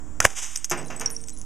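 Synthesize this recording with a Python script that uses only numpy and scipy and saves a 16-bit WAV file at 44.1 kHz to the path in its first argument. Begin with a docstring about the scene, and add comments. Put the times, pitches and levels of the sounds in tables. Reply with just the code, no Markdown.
"""In a quiet garden, a shot hits a glass beer bottle on a steel mesh table. Brittle fracture gives
sharp cracks and splintering, then the pressure pulses of a bang overload the sound. Beer and splinters
spray down as a dense train of tiny impacts. Heavy pieces excite the modes of the metal, while small
shards tick and ring in damped free vibration as they settle. An automatic gain control ducks at the
bang and creeps back over the garden's low rumble."""
import sys
import numpy as np
from scipy import signal
from scipy.fft import rfft, irfft
from scipy.io import wavfile

SR = 44100
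rng = np.random.default_rng(int(sys.argv[2]) if len(sys.argv) > 2 else 0)


def to_wav(sig):
    """Store sig (one row per channel, or 1-D mono) as 16-bit WAV at the path in sys.argv[1].

    Samples outside -1..1 are clipped; the rate is SR.
    """
    pcm = np.clip(np.atleast_2d(sig), -1, 1) * 32767
    pcm = np.round(pcm).astype(np.int16)
    wavfile.write(sys.argv[1], SR, pcm.T)  # frames by channels


N = 63945

# Spectrum of the garden's background. Each row: frequency in Hz, relative level in dB.
GARDEN_SPECTRUM = [(20, 7), (45, -5.5), (90, -2.5), (170, -15.5), (260, -12), (430, -23), (1100, -25.5),
                   (2500, -40), (4500, -45), (7400, -26), (10000, -49.5), (15000, -57.5)]

# Cracks of the bottle wall. Each row: start in seconds, peak level in dB.
CRACKS = [(.2033, 4.5), (.2037, -4), (.2049, 2), (.2070, -9), (.2528, 6.5)]
# Envelope of the splintering. Each row: time in seconds, level in dB.
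SPLINTER_LEVELS = [(.203, -53), (.206, -23), (.216, -34), (.228, -28.5), (.240, -33), (.249, -15),
                   (.262, -13), (.280, -28), (.340, -30.5), (.370, -70)]
# Spectra of a crack and of the splintering. Each row: frequency in Hz, relative level in dB.
CRACK_SPECTRUM = [(100, -8.5), (500, -10), (1400, -0.5), (2100, -4.5), (3600, -17), (5000, -12),
                  (6100, 2.5), (8000, -11.5), (11000, -17), (15000, -36.5)]
SPLINTER_SPECTRUM = [(200, -10), (1700, -10.5), (3000, -14), (4500, -17.5), (6700, -7), (8500, -15.5),
                     (11000, -22.5), (15000, -41)]

# Freely ringing glass. Each row: start in seconds, pitch in Hz, level in dB, 60 dB decay time in seconds.
RINGS = [(.2160, 1457, -17.5, 0.024), (.2560, 791, -26, 0.3), (.5733, 8220, -9, 0.017),
         (.5735, 8500, -29.5, 0.15), (.6980, 11800, -18, 0.022), (.7745, 8510, -24, 0.073),
         (.7900, 7980, -24, 0.078), (0.86, 10200, -34.5, 0.08), (0.861, 4020, -33, 0.13),
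         (0.869, 8670, -31, 0.07), (0.9617, 7960, -24.5, 0.093), (0.996, 8570, -29.5, 0.13),
         (.9982, 11860, -30, 0.045), (1.0601, 5617, -4, 0.03), (1.0752, 5640, -12.5, 0.028),
         (1.0975, 11840, -36, 0.13), (1.109, 10330, -28.5, 0.22), (1.1180, 8570, -32.5, 0.23),
         (1.1644, 5640, -18, 0.03), (1.2090, 8560, -35.5, 0.19), (1.2738, 8010, -32, 0.19),
         (1.321, 4070, -38.5, 0.19), (1.3320, 10130, -37, 0.1), (1.3780, 10260, -36, 0.19)]
# Dry impacts of shards, the first row a high crack of the bottle just before the bang. Each row: start in
# seconds, pitch in Hz, level in dB.
TICKS = [(0.247, 6800, -18), (0.5572, 5600, -0.5), (0.5604, 6110, 8.5), (0.5735, 8000, -1.5),
         (0.6437, 5600, -2.5), (0.6452, 6490, 7), (0.6497, 6230, -2), (.6980, 6300, -4.5), (0.704, 7500, 0),
         (0.7127, 6570, 5.5), (.8505, 6500, -18), (0.9982, 6000, -7), (1.0111, 6950, -5.5),
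         (1.0150, 6400, -2), (1.0591, 8300, -7), (1.1034, 6400, -9), (1.2037, 5700, -21),
         (1.2395, 6400, -16), (1.2850, 6200, -8.5), (1.2948, 6930, -14.5), (1.3027, 6460, -16),
         (1.3746, 6960, -22), (1.4153, 7030, -16.5)]
# Spectrum of a shard's impact. Each row: frequency in Hz, relative level in dB.
TICK_SPECTRUM = [(300, -37), (1500, -9.5), (3000, -10), (4300, -12), (6100, 10), (9000, 1), (12000, -8),
                 (15500, -23.5)]

# Pressure pulses of the bang. Each row: start in seconds, peak level in dB.
BANG_PULSES = [(.2515, 23.5), (.2533, 15), (.2550, 0.5), (.2568, 1.5)]
# Spectrum of the pulses and their tail. Each row: frequency in Hz, relative level in dB.
BANG_SPECTRUM = [(30, -8), (110, 3.5), (250, -9.5), (600, 1), (1200, 1.5), (1800, 4.5), (2900, -6.5),
                 (4000, -23), (7000, -5), (15000, -18.5)]
# Short ring left by the bang. Each row: frequency in Hz, level in dB.
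BANG_MODES = [(640, -8.5), (1175, -28), (1770, -17), (2900, -6)]

# Envelope of the falling spray. Each row: time in seconds, level in dB.
SPRAY_LEVELS = [(.285, -73), (.305, -20), (.318, -71), (.350, -34), (.368, -19.5), (.392, -17), (.412, -26),
                (.430, -18), (.480, -27.5), (.550, -29.5), (.620, -36.5), (.675, -44), (.709, -44),
                (.717, -19), (.765, -48.5), (1.30, -56)]
# Spectra of the spray and of the late patter. Each row: frequency in Hz, relative level in dB.
SPRAY_SPECTRUM = [(200, -28), (800, -11.5), (3100, -6), (4500, -10.5), (6300, 2), (8000, -3.5),
                  (10000, -14.5), (15000, -32)]
PATTER_SPECTRUM = [(2500, -26), (6300, 0), (9000, -16), (15000, -34)]

# Heavy pieces striking the table. Each row: start in seconds, clatter level in dB, ring level in dB,
# rise time in seconds, 60 dB decay time of the low clatter in seconds, favoured frequency in Hz.
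CLANKS = [(0.7106, -12, -19, 0.0043, 0.21, 348), (0.774, -29, -29.5, 0.0025, 0.34, 152),
          (0.9, -26, -32.5, 0.0017, 0.33, 254), (1.0030, -25.5, -31.5, 0.006, 0.37, 458)]
# Modes of the table. Each row: frequency in Hz, relative level in dB, 60 dB decay time in seconds.
TABLE_MODES = [(152.46, -15.5, 1.24), (254, -27.5, 2.5), (351.5, -9.5, 0.2), (457.5, -17, 0.92),
               (662.6, -0.5, 0.15), (724, 10, 0.054), (814, -6, 0.33), (988, -7.5, 0.33), (1235, -15, 0.1),
               (1412, -6.5, 0.21), (1745, -6.5, 0.33), (2215, -18, 0.31), (2740, -5.5, 0.18)]
# Spectra of the table's clatter and boom. Each row: frequency in Hz, relative level in dB.
CLATTER_SPECTRUM = [(60, -19), (160, 2.5), (400, -5.5), (800, 2), (1500, 2.5), (2700, -0.5), (3600, -10.5),
                    (4700, -5.5), (6300, 1), (8000, -12.5), (11000, -19), (15000, -34)]
BOOM_SPECTRUM = [(40, -11), (100, -14), (170, -4), (280, -4.5), (450, -7), (900, -16), (2500, -47)]

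TOP_HZ = 15550
ANTIPHASE = np.array([[1], [-1]])  # left and right signs of a side signal


def undb(db):
    """Amplitude ratio of a level in decibels."""
    return 10 ** (np.asarray(db) / 20)


def clock():
    """Time of every sample in seconds."""
    return np.arange(N) / SR


def tone(start, hz):
    """Simple harmonic motion with zero phase at the start time."""
    return np.sin(2 * np.pi * hz * (clock() - start))


def fade(start, t60, rise=.0005):
    """Damping envelope: a quick rise, then exponential decay by 60 dB in t60 seconds."""
    age = np.maximum(clock() - start, 0)
    return (1 - np.exp(-age / rise)) * np.exp(-np.log(1000) * age / t60)


def curve(rows):
    """Envelope interpolated in decibels through (seconds, dB) points, silent before the first."""
    times, db = np.array(rows).T
    return undb(np.interp(clock(), times, db, left=-120))


def colour(x, spectrum):
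    """Convolution with the minimum-phase impulse response of a spectrum, scaled to peak 1."""
    size = 8192
    hz, db = np.array(spectrum, float).T
    bin_hz = np.fft.rfftfreq(size, 1 / SR)
    gain = undb(np.interp(np.log(bin_hz + 1), np.log(hz), db))
    cepstrum = irfft(np.log(gain))
    cepstrum[1:size // 2] *= 2  # folding onto positive time makes the response causal
    cepstrum[size // 2 + 1:] = 0
    response = irfft(np.exp(rfft(cepstrum)))[:size // 2]
    return signal.fftconvolve(x, response / np.abs(response).max())[:N]


def noise(spectrum):
    """Filtered Gaussian noise, rms 1."""
    x = colour(rng.standard_normal(N), spectrum)
    return x / x.std()


def grains(spectrum, per_s, spread_db):
    """Shot noise: tiny impacts of uneven size at random times, rms 1."""
    sizes = undb(spread_db * np.minimum(rng.exponential(size=N), 4))
    hits = rng.random(N) < per_s / SR
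    x = colour(hits * sizes * rng.choice([-1, 1], N), spectrum)
    return x / x.std()


def blows(rows, spectrum):
    """Superposition of impulse responses, one for each (seconds, dB) row."""
    impulses = np.zeros(N)
    for start, db in rows:
        impulses[round(start * SR)] += undb(db)
    return colour(impulses, spectrum)


def garden(air_db=-39, motor_hz=299, motor_db=-50):
    """Broadband noise gives low rumble and faint hiss; a distant motor's periodic vibration hums."""
    mid = undb(air_db) * noise(GARDEN_SPECTRUM) + undb(motor_db) * tone(0, motor_hz)
    side = undb(air_db - 17) * noise(GARDEN_SPECTRUM)
    return mid + side * ANTIPHASE


def bottle_fracture():
    """Brittle fracture releases stress in a few sharp cracks amid dense splintering."""
    splinters = curve(SPLINTER_LEVELS) * grains(SPLINTER_SPECTRUM, per_s=4500, spread_db=.5)
    return blows(CRACKS, CRACK_SPECTRUM) + splinters


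def glass_rings(mean_beat_hz=90, upper_ratio=1.6, flutter_hz=140, rise_s=.00028):
    """Free vibration follows a click: a main mode beats with a close twin under a faint upper mode."""
    out = blows([(start, db - 10) for start, hz, db, t60 in RINGS], TICK_SPECTRUM)
    for start, hz, db, t60 in RINGS:
        split, phase = rng.random(2)
        twin_hz = hz + mean_beat_hz * (.5 + split)
        twin = undb(-10) * np.sin(2 * np.pi * (twin_hz * clock() + phase))
        upper_hz = hz * upper_ratio
        upper = undb(-21) * fade(start, t60=.12) * tone(start, upper_hz) * (upper_hz < TOP_HZ)
        flutter = signal.lfilter(*signal.butter(2, flutter_hz, fs=SR), rng.standard_normal(N))
        waver = 1 + .3 * flutter / flutter.std()
        linger = undb(-32) * fade(start, t60=.6, rise=rise_s)
        envelope = fade(start, t60, rise_s) + linger
        out += undb(db) * envelope * waver * (tone(start, hz) + twin + upper)
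    return out


def shard_ticks():
    """Brief contact gives each shard, and the bottle's high crack before the bang, a broadband snap, a heavily
    damped pitch and a short scatter."""
    snaps = blows([(start, db - 6) for start, hz, db in TICKS], TICK_SPECTRUM)
    pips = sum(undb(db) * fade(start, t60=.0028, rise=.0001) * tone(start, hz)
               for start, hz, db in TICKS)
    scatter = sum(undb(db - 26) * fade(start, t60=.04) for start, hz, db in TICKS)
    return snaps + pips + scatter * grains(TICK_SPECTRUM, per_s=2300, spread_db=2)


def bang():
    """Impulsive excitation: closely spaced pressure pulses leave a hollow ring and an outdoor tail."""
    start = BANG_PULSES[0][0]
    tail = undb(-20) * fade(start, t60=.13) * noise(BANG_SPECTRUM)
    ring = fade(start, t60=.023) * sum(undb(db) * tone(start, hz) for hz, db in BANG_MODES)
    return tail + ring - blows(BANG_PULSES, BANG_SPECTRUM)


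def spray():
    """Impacts of drops and splinters merge into noise: two waves, then a splash as a heavy piece lands."""
    return curve(SPRAY_LEVELS) * grains(SPRAY_SPECTRUM, per_s=6000, spread_db=1)


def patter():
    """Late drops and splinters land as sparse shot noise whose level decays exponentially."""
    drops = grains(PATTER_SPECTRUM, per_s=170, spread_db=3)
    return undb(-40) * fade(start=.69, t60=3.14) * drops


def table_clanks(split_hz=4700, treble_t60_share=.52, favour_db=14):
    """Modal excitation: each landing spot favours one mode; damping takes the clatter's treble first."""
    clatter = grains(CLATTER_SPECTRUM, per_s=7900, spread_db=3)
    boom = noise(BOOM_SPECTRUM)
    low = signal.filtfilt(*signal.butter(2, split_hz, fs=SR), clatter)
    treble = clatter - low
    out = np.zeros(N)
    for start, clatter_db, ring_db, rise, t60, favoured_hz in CLANKS:
        nearest_hz = min(TABLE_MODES, key=lambda mode: abs(mode[0] - favoured_hz))[0]
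        modes = sum(undb(db + favour_db * (hz == nearest_hz)) * fade(start, ring_s, rise) * tone(start, hz)
                    for hz, db, ring_s in TABLE_MODES)
        body = modes + undb(-8) * fade(start, t60=.72, rise=rise) * boom
        rattle = fade(start, t60, rise) * low + fade(start, t60 * treble_t60_share, rise) * treble
        out += undb(clatter_db) * rattle + undb(ring_db) * body
    return out


def scene():
    """The sources superpose straight ahead; faint early reflections give a little width."""
    mid = bottle_fracture() + bang() + spray() + patter()
    mid += shard_ticks() + glass_rings() + table_clanks()
    reflections = rng.standard_normal(N) * fade(0, t60=.015)
    side = undb(-28) * signal.fftconvolve(mid, reflections / np.linalg.norm(reflections))[:N]
    return mid + side * ANTIPHASE + garden()


def record(dry, limit_db=1, max_duck_db=13, attack_s=.0048, recover_db_per_s=7.5):
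    """Compression and overload: after a notch, the gain ducks fast and recovers slowly; peaks clip."""
    notch_hz, width_hz = 4237, 800
    notch = signal.iirnotch(notch_hz, notch_hz / width_hz, fs=SR)
    notched = signal.lfilter(*notch, signal.lfilter(*notch, dry))
    peak_db = 20 * np.log10(np.abs(notched).max(axis=0) + 1e-9)
    excess_db = np.clip(peak_db - limit_db, 0, max_duck_db)
    recovery_db = recover_db_per_s * clock()
    held_db = np.maximum.accumulate(excess_db + recovery_db) - recovery_db  # a slowly sinking peak hold
    pole = np.exp(-1 / (attack_s * SR))
    duck_db = signal.lfilter([1 - pole], [1, -pole], held_db)
    dc_offset = np.array([[.0079], [.038]])
    clipped = np.clip(notched * undb(-duck_db) + dc_offset, -.93, .93)
    lowpass = signal.firwin(255, TOP_HZ, fs=SR)
    return signal.fftconvolve(clipped, lowpass[None], mode="same", axes=1)


dry = scene()
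out = record(dry)
to_wav(out)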